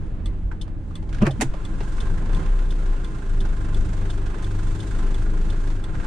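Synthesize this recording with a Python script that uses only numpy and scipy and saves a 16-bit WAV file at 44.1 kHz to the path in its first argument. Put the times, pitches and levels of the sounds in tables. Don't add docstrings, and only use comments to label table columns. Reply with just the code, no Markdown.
import sys
import numpy as np
from scipy import signal
from scipy.fft import rfft, irfft, next_fast_len
from scipy.io import wavfile
from scipy.ndimage import uniform_filter1d

SR = 44100
rng = np.random.default_rng(int(sys.argv[2]) if len(sys.argv) > 2 else 0)


def output_pcm(signal):
    pcm = np.clip(np.atleast_2d(signal).T, -1, 1) * 32767
    wavfile.write(sys.argv[1], SR, np.round(pcm).astype(np.int16))


def invert_db(level):
    return 10 ** (np.asarray(level, dtype=float) / 20)


N = 267246


def curve(table):
    s, *columns = np.transpose(table)
    return [np.interp(np.arange(N) / SR, s, column) for column in columns]


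def over(table, hz, order=1):
    rows = np.array(table, float)
    return np.interp(np.log(hz + 1e-9), np.log(rows[:, 0]), rows[:, order])


def walk(rate):
    k = int(SR / rate)
    held = np.repeat(rng.standard_normal(N // k + 3), k)
    slewed = uniform_filter1d(uniform_filter1d(held, k), k)
    return 1.245 * slewed[k:k + N]


def add(out, s, sound):
    i = int(s * SR)
    out[:, i:i + sound.shape[1]] += sound[:, :N - i]


def lean(pan_db):
    return invert_db(np.array([[.5], [-.5]]) * pan_db)


# (f/Hz, left-right likeness -1..1, left minus right level/dB)
PORTS = [(30, 0.81, 10.5), (71.4, 0.88, -6.5), (200, 0.98, -1), (393, 0.93, -3.5), (674, 0.23, -1.5),
         (1280, 0.14, -10.5), (2400, 0.49, -3.5), (4400, 0.42, -2.5), (8000, 0.0052, -3.5),
         (15000, -0.077, 1.5)]


def at_ports(a, b, gain, balance=0.78):
    hz = np.arange(len(a) // 2 + 1) * SR / len(a)
    like = np.clip(over(PORTS, hz), -1, 1)
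    tilt = invert_db(balance * over(PORTS, hz, order=2) / 2)
    same = rfft(a) * np.sqrt(1 + like)
    other = rfft(b) * np.sqrt(1 - like)
    ports = np.array([(same + other) * tilt, (same - other) / tilt])
    out = irfft(ports * gain(hz), len(a))
    return out / np.sqrt(np.mean(out.mean(axis=0) ** 2))


# (f/Hz, width f/Hz, level/dB)
RESONANCES = [(165, 29.6, 7.5), (212, 70, 4.5), (321, 17, 9), (380.4, 15, 6.5), (643, 7.5, -1.5),
              (1033, 26, 9.5), (1420, 53, -0.5), (2060, 90, 0), (2626, 90, 4), (3900, 59, 0),
              (5500, 180, 1.5), (6480, 54, 4.5)]


def colour(table, lift=0.98):
    def gain(hz):
        peaks_db = sum(db / (1 + (2 * (hz - f) / w) ** 2) for f, w, db in RESONANCES)
        inside = (hz > table[0][0]) * (hz < table[-1][0])
        return invert_db(over(table, hz) + lift * peaks_db) * inside
    return gain


def steady(table):
    return at_ports(*rng.standard_normal((2, next_fast_len(N))), colour(table, lift=0))[:, :N]


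def burst(table, rise, hold, t60, tail_db):
    t = np.arange(8192) / SR - .02
    noise = at_ports(*rng.standard_normal((2, len(t))), colour(table, lift=0), balance=0)
    decay = invert_db(-60 * np.maximum(t - hold, 0) / t60)
    tail = invert_db(tail_db - 60 * t / 0.2)
    fall = (decay + tail) / (1 + invert_db(tail_db))
    return noise * np.where(t < 0, np.exp(-(t / rise) ** 2), fall)


# (f/Hz, level/dB per Hz)
SELF_NOISE = [(4000, -6), (9000, 0), (11000, -7), (13000, -11), (15000, -15), (15800, -30)]


def self_noise():
    return steady(SELF_NOISE) * invert_db(-88 + 1.5 * walk(8))


# (t/s, peak level/dB, body f/Hz,
# highs over body level/dB)
RATTLES_AND_KNOCKS = [(1.805, -28, 847, -23), (1.8045, -36, 1630, -18), (1.806, -39, 2790, -20), (1.982, -31, 1450, -22),
                      (2.176, -35.5, 1800, -20), (2.257, -33, 864, -25), (2.331, -35, 1550, -17), (2.369, -33, 1000, -19),
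                      (2.459, -37, 1785, -12), (2.589, -34, 1410, -22), (2.719, -38.5, 1050, -10), (2.83, -33, 553, -40),
                      (2.859, -41, 1650, -7), (3.453, -33, 840, -21), (3.932, -35.5, 716, -19), (4.264, -40, 1350, -2),
                      (4.59, -37, 1420, -20), (4.909, -43, 1500, -14), (5.529, -42, 1320, -12), (5.673, -36, 890, -15.5),
                      (5.702, -33, 1040, -16), (5.946, -38, 1500, -23), (6.0, -40, 1460, -20), (6.043, -39, 800, -21)]
# (t/s, peak level/dB, body f/Hz, highs over body level/dB)
HANDLE = [(.514, -32, 1520, -30), (.516, -35.5, 880, -26), (0.678, -36, 844, -28), (0.908, -39, 1170, -28),
          (1.026, -37.5, 810, -23.5), (1.091, -38.5, 810, -16), (1.127, -32.5, 1620, -15),
          (1.145, -32.5, 1470, -15), (1.169, -40, 1510, -15), (1.184, -35, 1700, -17),
          (1.2065, -42, 2900, -16), (1.537, -31.5, 1130, -22), (1.541, -30, 596, -36)]


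def panel_knocks(rows, pan_db):
    out = np.zeros((2, N))
    t = np.maximum(np.arange(8192) / SR - .019, 0)
    ring = (1 - np.exp(-t / 0.0018)) * invert_db(-2.5 - 60 * t / 0.067)
    for s, db, hz, high_db in rows:
        table = [(200, -30), (0.64 * hz, -14), (hz, 0), (min(1.31 * hz, 4200), -11),
                 (min(1.7 * hz, 4350), 0.67 * high_db - 1), (4500, high_db - 2.5),
                 (7000, high_db - 6.5), (9500, high_db - 10), (11000, high_db - 27.0), (16000, high_db - 46)]
        crack = burst(table, 0.0011, 0.00059, 0.064, -11)
        tone = ring * np.sin(2 * np.pi * hz * t)
        add(out, s - .019, (crack + tone) * invert_db(db - 9.0) * lean(pan_db))
    return out


# (t/s, peak level/dB)
TICKS = [(0.2578, -35), (0.9542, -35.5), (1.6506, -36.5), (2.3461, -36.5), (3.045, -37.5), (3.7439, -36.5),
         (4.4433, -37.5), (5.1437, -38.5), (5.8396, -37.5)]
# (t/s, peak level/dB)
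TOCKS = [(0.6135, -34), (1.3084, -36.5), (2.0033, -34.5), (2.7057, -38), (3.4042, -36), (4.1021, -35.5),
         (4.8025, -37), (5.5004, -37.5)]
# (f/Hz, level/dB per Hz)
TICK_COLOUR = [(710, -36), (1200, -3), (1520, -20), (1830, -8), (2790, -15.5), (3020, -7.5), (3460, -6.5),
               (4010, -11), (4420, -11), (5700, -22), (6110, -14), (7080, -24.5), (7960, -10), (12500, -36),
               (16200, -58), (22000, -120)]
# (f/Hz, level/dB per Hz)
TOCK_COLOUR = [(1290, -37), (2200, -18), (2700, -14.5), (3030, -4), (3580, -3.5), (3910, -11), (4230, -6.5),
               (4620, -19), (5080, -8), (5580, -20), (6550, -9.5), (7190, -21), (8820, -12), (12500, -40),
               (16200, -60), (22000, -120)]


def relay(times, table, hold, rings):
    out = np.zeros((2, N))
    click = burst(table, 0.0016, hold, 0.058, -16.0)
    t = np.maximum(np.arange(click.shape[1]) / SR - .019, 0)
    for hz, ring_db, t60 in rings:
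        swell = 1 - np.exp(-t / 0.0009)
        click = click + swell * invert_db(ring_db - 60 * t / t60) * np.sin(2 * np.pi * hz * t)
    for s, db in times:
        add(out, s - .019, click * invert_db(db - 8.0))
    return out


def flasher():
    ticks = relay(TICKS, TICK_COLOUR, 0.0031, [(3445, 11.5, 0.03), (2060, -11, 0.26)])
    tocks = relay(TOCKS, TOCK_COLOUR, 0.0038, [(3496, 12, 0.03), (3110, -6, .06), (5120, -10, .04)])
    return ticks + tocks


# (t/s of the peak, peak level/dB, rise t/s, hold t/s, t60 t/s)
LATCH = [
    (1.22, -21.5, 0.0057, 0.0052, 0.13),
    (1.271, -21, 0.0035, 0.007, 0.055),
    (1.257, -25, 0.0041, 0.0082, 0.059),
    (1.4105, -16, 0.00068, 0.012, 0.051),
]
# (f/Hz, level/dB per Hz)
LATCH_COLOURS = [
    [(260, -24), (450, -7), (617, 0.5), (919, -12), (1050, -2.5), (1310, -14), (1450, -6), (2150, -29),
     (2510, -13), (3890, -32.5), (7840, -37), (12000, -57), (15600, -88), (22000, -120)],
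    [(260, -24), (450, 1), (495, -3), (1280, -7), (1410, -17), (1530, -11), (1900, -7), (2070, -17),
     (2580, -13.5), (3300, -27), (9370, -32.5), (12000, -59), (15600, -86), (22000, -120)],
    [(260, -29), (450, -6), (1280, -3), (2840, -10.5), (3490, -34), (3890, -22), (12000, -41), (15600, -76),
     (22000, -120)],
    [(290, -31), (500, -18), (659, 1), (1020, -6.5), (1360, -16.5), (1620, -8.5), (2040, -6), (2430, -12),
     (2690, -10), (2980, -16), (3810, -15), (5090, -19), (6510, -13), (8700, -15.5), (12500, -34),
     (16200, -47)],
]


def latch():
    out = np.zeros((2, N))
    for (s, db, rise, hold, t60), table in zip(LATCH, LATCH_COLOURS):
        add(out, s - .02, burst(table, rise, hold, t60, -13) * invert_db(db - 6.5) * lean(-3))
    return out


# (t/s, peak level/dB, t60
# t/s)
STRIKES = [(1.2225, -22, .02), (1.2668, -17, 0.028), (1.403, -30, .04), (1.4145, -18.5, .015),
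           (1.432, -28, .03), (5.952, -37, .09), (6.002, -36, .09), (6.046, -36, .09)]
# (f/Hz, level/dB per Hz)
STRIKE_COLOUR = [(400, -18), (900, 0), (1900, 0), (2600, -6), (3800, -16), (8000, -19.5), (12000, -38),
                 (16200, -55)]


def strikes():
    out = np.zeros((2, N))
    for s, db, t60 in STRIKES:
        add(out, s - .02, burst(STRIKE_COLOUR, 0.00037, 0.00073, t60, -21) * invert_db(db - 7.0))
    return out


# (t/s of the peak, peak level/dB, f/Hz, t60 t/s, cycles to swell)
THUMPS = [(1.5, -17, 15, .25, 0.71), (1.2338, -7, 207.6, 0.06, 2.4), (1.2245, -15, 134, 0.11, 1.8),
          (1.238, -26, 430, .15, 2.5), (1.235, -30, 1230, .06, 4), (1.298, -31, 780, .05, 2.5),
          (1.312, -33, 620, .06, 2.5), (1.235, -20.5, 110, 0.34, 1.6), (1.256, -19.5, 136, 0.05, 0.54),
          (1.276, -13.5, 138, 0.097, 0.82), (1.4, -20, 222, 0.075, 1.5), (1.277, -16, 333, 0.053, 1.7),
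          (1.226, -17.5, 350, 0.06, 1.4), (1.234, -22, 618, 0.047, 2), (1.271, -30, 540, 0.17, 0.97),
          (1.305, -23.5, 130, 0.22, 1.5), (1.427, -18.5, 266, 0.076, 1.1), (1.415, -24.5, 602, .05, 1.2),
          (1.422, -23, 434, 0.07, 1.2), (1.462, -22, 129, 0.14, 2.1), (1.434, -25, 330, .12, 1.5),
          (1.811, -29, 400, .06, 1.5), (.289, -18, 39, 0.17, 1.1), (.47, -20.5, 49, 0.12, 2.2)]


def thumps():
    t = np.arange(14000) / SR - .08
    out = np.zeros((2, N))
    for s, db, hz, t60, cycles in THUMPS:
        shape = np.where(t < 0, np.exp(-(t * hz / cycles) ** 2), invert_db(-60 * t / t60))
        tone = shape * invert_db(db) * np.cos(2 * np.pi * hz * t)
        add(out, s + t[0], np.array([[.95], [1.05]]) * tone)
    return out


# (t/s, extra level/dB)
HARD = [(1.849, 1.5), (1.897, 2), (2.028, 4.5), (2.0704, 5.5), (2.2954, 6), (2.395, 3), (2.483, 2.5),
        (2.526, 2), (2.9285, 1.5), (3.6139, 2), (3.771, 2), (3.9776, 2.5), (4.0559, 2.5), (4.1781, 2),
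        (4.3428, 3), (4.4316, 3.5), (4.5069, 2), (4.591, 1.5), (4.6735, 1.5), (4.9085, 1.5), (4.9863, 1),
        (5.2602, 2), (5.3355, 2), (5.4457, 2), (5.893, 2.5), (5.946, 6.5), (6.0, 8), (6.042, 6)]


def hard_firings():
    rise_s, fall_s = 0.0015, 0.016
    t = np.arange(-500, 6000) / SR
    shape = np.exp(np.where(t < 0, t / rise_s, -t / fall_s))
    out = np.zeros((1, N))
    for s, db in HARD:
        add(out, s + t[0], db * shape[None])
    return out[0]


# (t/s, level/dB)
SUMP_LEVEL = [(0, -75), (1.45, -72), (1.65, -57), (2.1, -53), (2.17, -60), (2.3, -52), (2.6, -56),
              (3.3, -57), (3.8, -62), (6.06, -63)]
# (f/Hz, level/dB per Hz)
SUMP_COLOUR = [(940, -30), (1015, -12), (1046, 0), (1080, -12), (1200, -30), (1480, -18), (1580, -8),
               (1680, -18), (1800, -34)]


def sump():
    return steady(SUMP_COLOUR) * invert_db(curve(SUMP_LEVEL)[0] + .8 * hard_firings() + 2.5 * walk(20))


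CYLINDER_DB = [-3, -5.5, -5, -6.5]


def knocking(turns, sharp, width):
    cycle = np.floor(turns + .5).astype(int)
    size = invert_db(np.array(CYLINDER_DB)[cycle % 4] + 1.6 * rng.standard_normal(N // 500)[cycle])
    jitter = 0.024 * rng.standard_normal(N // 500)[cycle]
    place = turns + 0.13 - np.floor(turns + .5) + jitter
    pulse = np.exp(-np.where(place < 0, place / -.09, place / width))
    return 1 - sharp + 1.85 * sharp * uniform_filter1d(size * pulse, size=220)


def firing_noise(table, turns, sharp, width, db, flicker_db, rate, hard):
    blows = knocking(turns, np.clip(sharp, 0, .95), width) * rng.standard_normal((2, N))
    padded = np.pad(blows, ((0, 0), (0, next_fast_len(N) - N)))
    ringing = at_ports(*padded, colour(table))[:, :N]
    return ringing * invert_db(db + flicker_db * walk(rate) + hard * hard_firings())


# (f/Hz, level/dB per Hz)
HISS = [(2060, -12), (3500, -5), (3820, -6.5), (5380, -9.5), (6520, -7), (7960, -7), (9190, -10),
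        (9540, -12), (10200, -20), (11600, -26.5), (14700, -35), (15700, -43)]


def hiss(turns, sharp, door_db):
    return firing_noise(HISS, turns, 1.1 * sharp, .3, -54 + door_db, 1.2, 12, .35)


# (f/Hz, level/dB per Hz)
COVERS = [(500, -33.5), (720, -1.5), (800, -18), (860, -11), (990, -24.5), (1045, -3), (1100, -18),
          (1420, 3), (1500, -3.5), (1580, 1), (1690, -4), (1800, -19.5), (2080, -9.5), (2600, -35.5)]


def covers(turns, sharp, door_db):
    return firing_noise(COVERS, turns, 1.4 * sharp, .26, -49 + door_db, 1.2, 9, 1.2)


# (f/Hz, level/dB per Hz)
CLATTER = [(240, -31), (400, 0), (449, -7), (637, -9.5), (795, -9.5), (856, -6.5), (951, -12), (1020, -12),
           (1190, -11), (1410, -15.5), (1700, -13), (1850, -16), (2260, -19.5), (3530, -25), (5000, -35.5),
           (6500, -64), (11000, -120)]


def clatter(turns, sharp, door_db, rev_db):
    db = -43.5 + 0.6 * door_db + 0.21 * rev_db
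    return firing_noise(CLATTER, turns, .8 * sharp, .3, db, 1.2, 14, .9)


# (f/Hz, level/dB per Hz)
RUMBLE = [(8.2, -40), (14, -9), (32, 1.5), (66, -9), (90, -8.5), (113, -10), (160, -17.5), (194, -19.5),
          (322, -23), (364, -31.5), (448, -28), (900, -39), (1170, -75.5), (1980, -120)]


def rumble(turns, sharp, door_db, rev_db):
    db = -31 + 0.015 * door_db + rev_db
    return firing_noise(RUMBLE, turns, .3 * sharp, .4, db, 1.8, 9, .1)


# (t/s, firing rate f/Hz)
SPEED = [(0, 22.36), (1, 21.2), (1.6, 20.95), (2, 22.2), (2.25, 26.76), (2.45, 31.83), (2.7, 29.53),
         (3, 27.77), (3.4, 25.93), (3.8, 24.58), (4.3, 24.1), (4.8, 24.98), (5.2, 26.05), (5.6, 26.61),
         (5.72, 25.95), (5.9, 20.47), (6.06, 20.56)]


def firing_rate():
    return curve(SPEED)[0]


# (t/s, cab boom at the firing rate level/dB)
BOOM = [(0.0, -30), (0.05, -28.5), (1.01, -34.5), (1.25, -25), (1.28, -34), (1.62, -34), (1.65, -27),
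        (2.55, -16.5), (3.19, -27), (3.39, -15.5), (3.56, -23), (4.72, -22.5), (4.84, -45), (4.94, -19.5),
        (5.69, -19), (5.94, -30.5), (5.99, -23.5), (6.06, -30)]
# (order, f/Hz, width f/Hz, level/dB at the centre, level/dB gained by the open door)
CAB_MODES = [(2, 46.1, 9.4, -27, 4), (4, 98, 6.9, -31, -6)]
# (t/s, length t/s, boom level/dB, second order level/dB, fourth order level/dB)
ROCKING = [(.6, .06, -3, -2, -1), (1.42, .06, -7, 1, -2), (1.997, 0.098, 0.5, 3, -8),
           (2.217, 0.059, -2.1, -10, 1), (2.43, 0.032, -2.5, 0.1, 7), (2.51, 0.032, 2.5, -2, -1),
           (2.917, 0.045, 5, -3, 0.1), (3.5, 0.047, 1.5, 1, -4), (3.62, 0.05, -2.5, 2, 1),
           (3.8, .05, 3, 1, -2.7), (4.222, 0.032, -0.5, -0.5, -3.5), (4.295, .05, 3.5, 2, -1.5),
           (4.36, .05, -5.5, -4, -13), (4.55, 0.037, 0.5, -10, 2.5), (4.688, .04, 5, -5, 2.1),
           (4.78, .05, -1, -12, 0.5), (5.074, .05, 1.5, -3, -11), (5.2, 0.034, -1, 2, 4),
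           (5.37, 0.041, -1.2, -6, -5), (5.6, 0.067, -0.5, -9, -3)]


def boom(turns, door_db, rest_db):
    hz = firing_rate()
    own = {1: curve(BOOM)[0]}
    for k, f, width, db, open_db in CAB_MODES:
        mode_db = -10 * np.log10(1 + (2 * (k * hz - f) / width) ** 2)
        own[k] = db + 0.29 * (rest_db + 30.5) + open_db * door_db / 20 + mode_db
    s, length, *rock_db = np.transpose(ROCKING)
    t = np.arange(0, N + 256, 256) / SR
    sway = np.exp(-((t[:, None] - s) / length) ** 2)
    for k, db in zip(own, rock_db):
        own[k] = own[k] + np.interp(np.arange(N) / SR, t, sway @ db)

    out = 0
    for k in np.arange(1, 35) / 2:
        if k < 2:
            db = (-43, -22.5)[int(k)]
        else:
            db = -29 - 9.5 * (k % 1 > 0) - 0.4 * abs(k - 7)
        loose = 0 if k == 1 else .45 if k in own else 1
        start = .66 if k == 1 else rng.random()
        lag = start + loose * (0.076 + .012 * k) * walk(4)
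        panel_db = 0
        if k > 8.5:
            panel_db = sum(10.9 / (1 + ((k * hz - f) / 14) ** 2) for f in (282, 322, 392)) - 6
        size_db = own[k] if k in own else rest_db + db + 7.5 + panel_db
        out = out + invert_db(size_db + 2.9 * loose * walk(7)) * np.cos(2 * np.pi * (k * turns + lag))
    return np.sqrt(2) * out * lean(1.5 + 0.14 * door_db)


# (t/s, level/dB under wide open)
DOOR = [(0.08, -17), (.3, -21), (1.0, -21.5), (1.31, -13), (1.55, -9), (2.01, -2), (2.26, -3.5),
        (2.43, -2.5), (2.7, -4.5), (3.5, -2.5), (4.1, -1.5), (5.04, 0), (5.4, -2.5), (5.62, -2), (5.81, -6),
        (6.06, -3)]
# (t/s, other orders level/dB, sharpness of the knock 0-1)
STRAIN = [(0, -42, 0.24), (1.3, -37, 0.06), (1.9, -39, 0.51), (2.4, -42, 0.42), (3.0, -35.5, 0.39),
          (3.5, -35, 0.54), (4.2, -30, 0.58), (5.3, -32, 0.51), (5.72, -31, 0.38), (5.82, -42.5, 0.45),
          (6.06, -35, 0.29)]


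def engine():
    hz = firing_rate()
    turns = np.cumsum(hz) / SR + .472
    rest_db, sharp = curve(STRAIN)
    door_db = curve(DOOR)[0]
    slope = np.gradient(hz) * SR
    climb_db = 0.1785 * uniform_filter1d(np.maximum(slope, 0), int(0.1 * SR))
    lift_db = 0.06 * uniform_filter1d(np.minimum(slope, 0), size=2000)
    rev_db = climb_db + lift_db
    out = hiss(turns, sharp, door_db) + covers(turns, sharp, door_db)
    out = out + clatter(turns, sharp, door_db, rev_db) + rumble(turns, sharp, door_db, rev_db)
    return out + boom(turns, door_db, rest_db)


def scene():
    knocks = panel_knocks(RATTLES_AND_KNOCKS, -4.5) + panel_knocks(HANDLE, -3)
    door = latch() + strikes() + thumps()
    return self_noise() + knocks + flasher() + door + sump() + engine()


def top_cut(x):
    return signal.sosfilt(signal.butter(12, 16480, fs=SR, output="sos"), x)


def record(dry):
    return top_cut(dry)


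dry = scene()
out = record(dry)
output_pcm(out)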